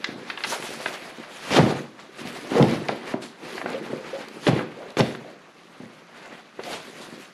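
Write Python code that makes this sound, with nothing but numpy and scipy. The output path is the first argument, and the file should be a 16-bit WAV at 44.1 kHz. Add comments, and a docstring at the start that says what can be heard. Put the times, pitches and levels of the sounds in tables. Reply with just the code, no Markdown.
"""Packing nylon bags into a plastic case

Soft bags are lifted, dropped and patted down into a hard case, close by in a garage.
Cloth slides, crinkles and judders on the plastic, buckles tap it, and the padded blows
boom in the shell. At the end a strap is pulled up over the rim."""
import sys
import numpy as np
from scipy import signal
from scipy.fft import rfft, irfft, next_fast_len
from scipy.io import wavfile
from scipy.ndimage import uniform_filter1d, map_coordinates

SR = 44100
rng = np.random.default_rng(int(sys.argv[2]) if len(sys.argv) > 2 else 0)


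def store_wav(level_fs):
    """Save 16-bit WAV to argv[1]."""
    pcm = np.round(np.clip(np.atleast_2d(level_fs), -1, 1) * 32767)
    wavfile.write(sys.argv[1], SR, pcm.T.astype(np.int16))


N = 323253


def amp(db):
    """Decibels to gain."""
    return 10 ** (np.asarray(db) / 20)


def unit(x):
    """Scale to rms 1."""
    return x / np.sqrt(np.mean(x ** 2) + 1e-20)


def along(points, hz):
    """Interpolate (Hz, value) points on a log frequency axis."""
    knots_hz, values = np.transpose(points)
    return np.interp(np.log(hz + 1), np.log(knots_hz + 1), values)


def fade(t, t60):
    """Exponential decay by 60 dB in t60."""
    return np.exp(-np.log(1000) * t / t60)


def wobble(rate_hz):
    """Smooth random curve, rate_hz knots a second."""
    knots = rng.standard_normal(int(N * rate_hz / SR) + 4)
    return map_coordinates(knots, [np.arange(N) * rate_hz / SR])


def filtered(x, response):
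    """Apply a gain given as a function of frequency."""
    size = next_fast_len(x.shape[-1] + SR // 2)
    return irfft(rfft(x, size) * response(np.fft.rfftfreq(size, 1 / SR)), size)[..., :x.shape[-1]]


def coloured(x, spectrum):
    """Shape x by (Hz, dB) points, at rms 1."""
    return unit(filtered(x, lambda hz: amp(along(spectrum, hz))))


def band(x, low_hz, high_hz, order):
    """Causal band-pass."""
    sos = signal.butter(order, [low_hz, min(high_hz, 0.45 * SR)], 'band', fs=SR, output='sos')
    return signal.sosfilt(sos, x)


def add(track, start_s, sound):
    """Mix a sound into a track."""
    start = max(round(start_s * SR), 0)
    track[start:start + len(sound)] += sound[:N - start]


# Garage reverberation. Each row: frequency in Hz, t60 in seconds.
GARAGE_DECAY = [(100, 0.25), (300, 0.63), (1000, 0.33), (4000, 0.44), (12000, .22)]


def garage(x, wet_db):
    """Add the room's tail, drawn anew each call as it differs from place to place."""
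    hz, t, noise = signal.stft(rng.standard_normal(SR // 2), SR, nperseg=256)
    envelope = fade(t, along(GARAGE_DECAY, hz)[:, None]) * (1 - np.exp(-t / 0.0051))
    tail = signal.istft(noise * envelope, SR, nperseg=256)[1]
    return x + amp(wet_db) * signal.fftconvolve(x, tail / np.linalg.norm(tail))[:len(x)]


# Panel modes of the open case. Each row: frequency in Hz, level in dB, t60 in seconds.
SHELL_MODES = [(123.4, 2.5, 0.23), (143.3, 2.5, 0.38), (170, -22, 0.29), (230, 5.5, 0.2), (255, -10, .25),
               (325, -5, 0.71), (378, 6, 0.14), (480, -28, .25), (500, -1, 0.19), (517, 4, 0.28),
               (570, 1, 0.21), (646, -10, 0.14), (950, -2, .2)]


def shell(x, ring_db):
    """Add the ringing of the case panels that x drives."""
    t = np.arange(SR // 2) / SR
    ring = sum(amp(db) * np.cos(2 * np.pi * hz * t) * fade(t, t60_s) for hz, db, t60_s in SHELL_MODES)
    return x + amp(ring_db) * signal.fftconvolve(x, ring / np.abs(rfft(ring)).max())[:len(x)]


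# Background noise. Each row: frequency in Hz, density in dB.
AIR_SPECTRUM = [(15, -62), (25, -32), (95, -31), (158, 7.5), (925, -15), (1150, 1.5), (1240, -3),
                (1900, -5), (2420, -26), (6340, -16.5), (8290, -30), (10500, -35), (14900, -67)]


def air():
    """Faint, steady room noise."""
    return amp(-56) * coloured(rng.standard_normal(N), AIR_SPECTRUM)


def friction(spectrum, rate_hz, spread_db, grain_db):
    """Sliding weave: a smooth rush plus tiny slips of uneven size."""
    slips = (rng.random(N) < rate_hz / SR) * rng.choice([-1, 1], N)
    sizes = amp(spread_db * np.clip(rng.standard_normal(N), -2, 2))
    return coloured(rng.standard_normal(N) + amp(grain_db) * unit(slips * sizes), spectrum)


def folds(x, depth_db=1.9):
    """Folds open and close, shifting the colour of the rub."""
    frames = signal.stft(x, nperseg=512)[2]
    drift = uniform_filter1d(rng.standard_normal(frames.shape), size=16, axis=0)
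    drift = uniform_filter1d(drift, size=6, axis=1)
    return signal.istft(frames * amp(depth_db * unit(drift)), nperseg=512)[1][:N]


def crinkles(rate_hz, centre_hz, spread_db):
    """Creases pop at random, each a few cycles at its own pitch."""
    out, t = np.zeros(N), np.arange(SR // 80) / SR
    for when, pitch, size in rng.random((int(rate_hz * N / SR), 3)):
        hz = centre_hz * 2 ** (3 * pitch - 1.5)
        pop = np.sin(2 * np.pi * hz * t) * fade(t * hz, 8)
        add(out, when * N / SR, amp(spread_db * size ** 2) * pop)
    return unit(out)


# Hands lift, press, tuck and pull. Each row: start in seconds, length in seconds, effort in dB,
# slick nylon and shell drag in dB over the effort.
HAND_MOVES = [(0.0, 1, -43, -15, -4.5), (0.502, 0.039, -38.5, 5, -4.5), (0.575, 0.24, -43, -0.5, -3),
              (0.878, .06, -40.5, -3.5, -6), (1.003, .12, -44.5, -8.5, -5.5),
              (1.185, 0.059, -41.5, -13.5, -7), (1.33, 0.46, -40.5, -7.5, -11),
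              (1.632, 0.094, -32.5, -16.5, 6.5), (2.19, 0.59, -40, -8, -1.5), (2.556, 0.2, -32.5, -15, 1.5),
              (2.853, 0.11, -40, -13.5, 5), (3.054, 0.056, -36.5, -15, -2.5), (3.448, 0.15, -39, -9.5, 1.5),
              (3.66, 0.12, -35, -17, 2), (3.822, 0.16, -42.5, -13.5, 9), (4.062, 0.2, -39.5, -15, -2.5),
              (4.32, 0.29, -48, -10.5, 5), (4.515, 0.1, -34, -20, 5), (4.723, 0.18, -46, -16.5, 0),
              (5.026, 0.1, -41.5, -7, -7), (5.2, 0.13, -50.5, -15.5, 2.5), (5.626, 0.41, -55.5, -9.5, -1),
              (6.142, 0.24, -45, -15, -9), (6.667, 0.066, -38.5, -6, -3), (6.785, 0.47, -48, -5.5, 0.5)]
# Sleeves never quite rest. One row: rub, scrape, hiss and drag floors in dB.
SLEEVE_FLOOR_DB = [-54, -60, -68, -60]


def efforts_db(attack_s=0.086, release_s=0.11, arch_db=2):
    """Rub, scrape, hiss and drag levels: each move swells, is fastest midway and dies away."""
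    t = np.arange(N) / SR
    power = np.outer(amp(SLEEVE_FLOOR_DB) ** 2, np.ones(N))
    for start_s, length_s, db, slick_db, drag_db in HAND_MOVES:
        before = np.maximum((start_s - t) / attack_s, 0)
        after = np.maximum((t - start_s - length_s) / release_s, 0)
        drop_db = 20 * (before + after)
        arch = (2 * np.clip((t - start_s) / length_s, 0, 1) - 1) ** 2
        near = drop_db < 80
        envelope = amp(db - drop_db[near] - arch_db * arch[near])
        scrape_db = 0.37 * slick_db - 2
        power[:, near] += np.outer(amp([0, scrape_db, slick_db, drag_db]), envelope) ** 2
    return 10 * np.log10(power)


# Cloth rub, coarse weave, slick nylon, drag on the shell. Each row: frequency in Hz, density in dB.
RUB_SPECTRUM = [(100, -20), (300, -4.5), (600, 4.5), (1000, 1), (1900, -1.5), (2600, -6), (4500, -30),
                (8000, -62)]
SCRAPE_SPECTRUM = [(600, -41), (1500, -1.5), (2300, 2), (3300, -1), (4600, -3.5), (5500, -14.5),
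                   (8000, -27.5), (14000, -46)]
HISS_SPECTRUM = [(500, -44.5), (2000, 4), (4400, 4), (6500, 2.5), (8800, -2.5), (10000, 0.5), (11700, -5),
                 (13000, -7), (15000, -46)]
DRAG_SPECTRUM = [(25, -42), (80, -46), (125, -7.5), (220, 2.5), (380, 4), (520, -1), (750, -27),
                 (1300, -14.5), (4000, -72)]


def handling():
    """Bags and sleeves slide and crinkle; under load the drag drums on the shell."""
    rub_db, scrape_db, hiss_db, drag_db = efforts_db()
    # A light stroke glides, a firm one catches and lets go.
    grip_db = wobble(38) * np.interp(rub_db, [-50, -42], [0.7, 1.9])
    rub = amp(rub_db - 1.5) * folds(friction(RUB_SPECTRUM, rate_hz=540, spread_db=9, grain_db=-10.5))
    weave = folds(friction(SCRAPE_SPECTRUM, rate_hz=600, spread_db=3.5, grain_db=-2))
    scrape = amp(scrape_db - 0.04 + 0.55 * wobble(24)) * weave
    creases = amp(scrape_db - 9) * crinkles(rate_hz=130, centre_hz=2800, spread_db=18)
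    hiss_gain = amp(hiss_db - 0.5 + 1.05 * wobble(42))
    hiss = hiss_gain * folds(friction(HISS_SPECTRUM, rate_hz=890, spread_db=7.5, grain_db=-5))
    drag = unit(shell(friction(DRAG_SPECTRUM, rate_hz=90, spread_db=7, grain_db=0), ring_db=1))
    cloth = garage(amp(grip_db) * (rub + scrape + creases + hiss), wet_db=-16.5)
    return cloth + amp(drag_db - 0.2 + 2.46 * wobble(30)) * drag


# Fast cloth strokes. Each row: peak time in seconds, level in dB, 20 dB rise and fall in seconds,
# brightness in Hz.
CLOTH_STROKES = [(0.296, -38.5, 0.058, 0.046, 1800), (.472, -33.5, 0.016, 0.11, 12000),
                 (1.49, -34, 0.13, 0.087, 3000), (2.0, -45.5, 0.045, 0.16, 2000),
                 (2.732, -34, 0.012, .08, 2570), (3.124, -36.5, 0.073, .015, 1700),
                 (3.224, -37, 0.017, 0.098, 6700), (4.115, -40.5, 0.18, 0.017, 2160),
                 (4.466, -33.5, .07, 0.023, 5000), (6.738, -32, 0.1, 0.1, 2750),
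                 (7.015, -40.5, 0.014, 0.076, 9000)]
# Their colour. Each row: frequency in Hz, density in dB.
STROKE_SPECTRUM = [(60, -15), (200, -1), (500, -2.5), (1000, -2), (2000, -3.5), (4000, -2.5), (5500, -6),
                   (8500, -10.5), (11000, -9), (15000, -28)]


def swishes():
    """A stroke, free or part of a blow, swells until the cloth stops; faster ones are brighter."""
    out, t = np.zeros(N), np.arange(N) / SR
    weave = folds(friction(STROKE_SPECTRUM, rate_hz=1500, spread_db=5, grain_db=-1))
    free_strokes = [(0, *row) for row in CLOTH_STROKES]
    for start_s, peak_s, db, rise_s, fall_s, bright_hz in [*free_strokes, *blow_strokes()]:
        stroke = unit(band(weave, 77, bright_hz, order=1)) * (t >= start_s)
        drop_db = 20 * np.maximum((peak_s - t) / rise_s, (t - peak_s) / fall_s)
        out += amp(db - drop_db) * stroke
    return garage(out, wet_db=-12)


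# The bag judders on the shell. Each row: start in seconds, level in dB, pitch in Hz,
# length in seconds, roughness from 0 to 1.
BAG_JUDDERS = [(2.564, -13, 482, 0.026, 0.38), (3.743, -25.5, 516, 0.036, 0.42),
               (4.13, -24, 522, 0.035, 0.29), (4.768, -37, 536.5, 0.14, 0.99),
               (5.245, -41, 560, 0.11, 0.84), (6.588, -32, 410, 0.018, 0.43), (6.665, -32, 600, 0.043, 0.6),
               (6.705, -28, 670, 0.016, 0.67)]


def judders():
    """Nylon sticks and slips on plastic: even slips hoot, uneven ones rub hoarsely."""
    out, t = np.zeros(N), np.arange(SR // 4) / SR
    for start_s, db, hz, length_s, rough in BAG_JUDDERS:
        slip_hz = hz * (1 - 0.14 * np.exp(-t / 0.005) + 0.25 * rough * wobble(350)[:len(t)])
        hoot = np.sin(2 * np.pi * np.cumsum(slip_hz) / SR)
        envelope = np.exp(-(t / length_s) ** 2) * (1 - np.exp(-t / 0.0014))
        flutter_db = 2.6 * rough * wobble(117)[:len(t)]
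        add(out, start_s, amp(db + flutter_db) * envelope * hoot)
    return garage(out, wet_db=-11)


# Buckles and strap ends hit plastic. Each row: start in seconds, level in dB, brightness in Hz,
# decay scale in seconds.
BUCKLE_TAPS = [(.0428, -13, 3450, 0.036), (.3006, -16.5, 2630, 0.059), (.3746, -21.5, 2230, 0.058),
               (.406, -23, 2430, .039), (.4376, -14, 3540, 0.056), (.4444, -17.5, 1970, 0.054),
               (.5194, -17.5, 1090, 0.3), (.54, -30.5, 6140, 0.035), (.625, -22.5, 2000, 0.038),
               (.8592, -12, 2020, 0.047), (.861, -17, 940, .04), (1.234, -30, 1780, .057),
               (1.9912, -34, 1800, 0.048), (2.2727, -25.5, 4230, 0.021), (2.6262, -13.5, 4330, 0.012),
               (2.8853, -15.5, 3600, .014), (2.8925, -11.5, 1090, .026), (3.138, -18.5, 980, 0.022),
               (3.5795, -19.5, 1300, .025), (3.6146, -17.5, 1310, 0.022), (3.6594, -16, 1250, 0.036),
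               (4.285, -33, 8060, .022), (4.592, -20.5, 1490, 0.13), (4.904, -35.5, 6960, 0.014),
               (5.006, -12, 3540, .03), (5.109, -28.5, 1820, 0.049), (5.1502, -22.5, 2380, 0.015),
               (6.594, -26.5, 1940, 0.12), (6.636, -27, 4570, 0.02)]
# Rim and buckle modes. Each row: frequency in Hz, level in dB, t60 in seconds.
PLASTIC_MODES = [(890, -6, .09), (1157, -6, .08), (1588, -1, .09), (1640, -1, .08), (1797, -2, .09),
                 (2030, 2, .09), (2355, -4, .07), (2770, -2, .05), (3500, -4, .04), (3625, -4, .04),
                 (4416, -6, .03)]
# A hard contact. Each row: frequency in Hz, density in dB.
CRACK_SPECTRUM = [(300, 14), (4500, 2), (5600, -3.5), (14000, -16)]


def taps():
    """Buckles and blows crack on the plastic and ring it; harder contacts reach higher modes."""
    out, t = np.zeros(N), np.arange(SR // 2) / SR
    for start_s, db, bright_hz, decay_s in [*BUCKLE_TAPS, *blow_contacts()]:
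        ring = np.zeros(len(t))
        for hz, mode_db, t60_s in PLASTIC_MODES:
            gain = amp(mode_db + rng.normal(0, 0.25))
            ring += gain * np.sin(2 * np.pi * (hz * t + rng.random())) * fade(t, t60_s)
        ring *= amp(-14.5) * fade(t, 2 * decay_s)
        crack = coloured(rng.standard_normal(len(t)), CRACK_SPECTRUM) * fade(t, 0.82 * decay_s)
        tap = band(crack + ring, 0.42 * bright_hz, 1.66 * bright_hz, order=3)
        crest = uniform_filter1d(np.abs(signal.hilbert(tap)), size=40).max()
        add(out, start_s, amp(db - 2.5) * garage(tap / crest, wet_db=-9.5))
    return out


# Light bumps on the shell. Each row: start in seconds, level in dB, pitch in Hz,
# first rebound in dB over that level.
LIGHT_BUMPS = [(.088, -23.5, 274, -11), (.157, -28.5, 240, -6), (0.705, -24.5, 398, -23),
               (.802, -26, 515, -22), (.861, -22.5, 424, -12), (2.214, -25, 280, 1), (2.446, -28, 300, -10),
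               (2.819, -25.5, 375, -11), (2.891, -13.5, 471, -8.5), (3.141, -13.5, 293, -26),
               (3.658, -22, 420, -4), (3.931, -20.5, 445, -29), (5.801, -29, 240, -2),
               (6.592, -22.5, 490, -16), (7.125, -31, 251, -13)]


def bump_pushes(spacing_s=0.03, loss_db=5.5, rebound_ratio=0.84):
    """A bump rebounds three times at a lower pitch. Yields (s, dB, Hz)."""
    for start_s, db, hz, rebound_db in LIGHT_BUMPS:
        yield start_s, db, hz
        for k in range(3):
            delay_s = spacing_s * (k + 1 + 0.15 * rng.normal())
            yield start_s + delay_s, db + rebound_db - loss_db * k, hz * rebound_ratio


def jostles(count, scatter_octaves=0.68):
    """Loose contents knock at uneven steps, as (share of the time span, pitch ratio)."""
    when, pitch = rng.random((count, 2)).T
    return zip((np.arange(count) + when) / count, 2 ** (scatter_octaves * (2 * pitch - 1)))


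# The bag is dropped, shoved or slapped. Each row: first touch in seconds, sinking time in seconds,
# level in dB, pitch in Hz, swish in dB, brightness in Hz, slap in dB, 20 dB settling time in seconds.
BAG_BLOWS = [(1.506, 0.085, -3, 255, -16.5, 1290, -25, 0.2261),
             (2.495, .108, -3.5, 240, -27, 970, -51, 0.22),
             (4.4675, .017, -7.5, 233, -23.5, 1800, -12, 0.1),
             (4.9692, .031, -8, 229, -21, 1980, -16.5, 0.01)]
# The push deepens as padding packs down. Each row: seconds from bottoming out, gain in dB, pitch ratio.
PADDING_PUSHES = [(-.005, -2, 2), (0, -1.5, 0.87), (.005, -4.5, .58)]


def blow_pushes(sink_ratio=1.56, settle_ratio=0.95, growth_db=14):
    """The bag touches, jostles as it sinks, packs down and settles. Yields (s, dB, Hz)."""
    for touch_s, sink_s, db, hz, _, _, slap_db, settle_s in BAG_BLOWS:
        bottom_s = touch_s + sink_s
        yield touch_s, slap_db + 0.5, hz * sink_ratio
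        for share, ratio in jostles(4):
            yield touch_s + share * sink_s, db - 3 - growth_db * (1 - share), hz * sink_ratio * ratio
        for delay_s, push_db, ratio in PADDING_PUSHES:
            yield bottom_s + delay_s, db + push_db, hz * ratio
        for share, ratio in jostles(12):
            yield bottom_s + share * settle_s, db - 6.5 - 20 * share, hz * settle_ratio * ratio


def blow_strokes(swish_fall_s=0.026, crumple_db=-12.5):
    """Cloth swishes as the bag sinks, then crumples as it settles."""
    for touch_s, sink_s, _, _, db, bright_hz, _, settle_s in BAG_BLOWS:
        yield touch_s, touch_s + 0.79 * sink_s, db, 1.42 * sink_s, swish_fall_s, bright_hz
        yield touch_s, touch_s + sink_s, db + crumple_db, sink_s, settle_s, bright_hz


def blow_contacts(slap_hz=2160, decay_s=0.04, rap_db=7):
    """A blow slaps at first touch and raps the shell as it bottoms out."""
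    for touch_s, sink_s, _, _, swish_db, bright_hz, slap_db, _ in BAG_BLOWS:
        yield touch_s, slap_db, slap_hz, decay_s
        yield touch_s + sink_s, swish_db + rap_db, bright_hz, decay_s


def thumps(rise_cycles=0.64, t60_cycles=4.18):
    """Each padded push heaves the shell for a cycle or two, crushes cloth and rings the panels."""
    out, t = np.zeros(N), np.arange(SR // 2) / SR
    for start_s, db, hz in [*blow_pushes(), *bump_pushes()]:
        cycles = hz * t
        heave = np.sin(2 * np.pi * cycles) * fade(cycles, t60_cycles)
        heave *= 1 - np.exp(-cycles / rise_cycles)
        crush = unit(band(rng.standard_normal(len(t)), 276, 853, order=3)) * fade(t, 0.073)
        thump = heave / np.abs(heave).max() + amp(-10) * crush
        add(out, start_s, amp(db - 2) * garage(thump, wet_db=-8))
    # The case is too small to radiate deep bass.
    return band(shell(out, ring_db=0.5), 98.5, 4130, order=6) + amp(-19.5) * out


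# Stereo width. Each row: frequency in Hz, side over mid in dB.
STEREO_WIDTH = [(30, -26), (150, -74), (700, -72), (1400, -58), (2800, -51.5), (5600, -28.5), (9500, -26),
                (11000, -16), (12500, -1), (15000, 8)]


def stereo(mono):
    """Everything is central; only the top treble spreads between the channels."""
    def angle(hz):
        return np.arctan(amp(along(STEREO_WIDTH, hz)))

    scatter = rng.standard_normal(SR // 30)
    diffuse = signal.fftconvolve(mono, scatter / np.linalg.norm(scatter))[:N]
    mid = filtered(mono, lambda hz: np.cos(angle(hz)))
    side = filtered(diffuse, lambda hz: np.sin(angle(hz)))
    return np.array([mid + side, mid - side])


def scene():
    """Room noise, cloth and the knocks on the case, in stereo."""
    return stereo(air() + handling() + swishes() + thumps() + taps() + judders())


def record(dry, ceiling=0.9, top_hz=14950):
    """Round off the highest peaks and cut everything above the band limit."""
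    rounded = dry / (1 + np.abs(dry / ceiling) ** 6) ** (1 / 6)
    return filtered(rounded, lambda hz: hz < top_hz)


dry = scene()
out = record(dry)
store_wav(out)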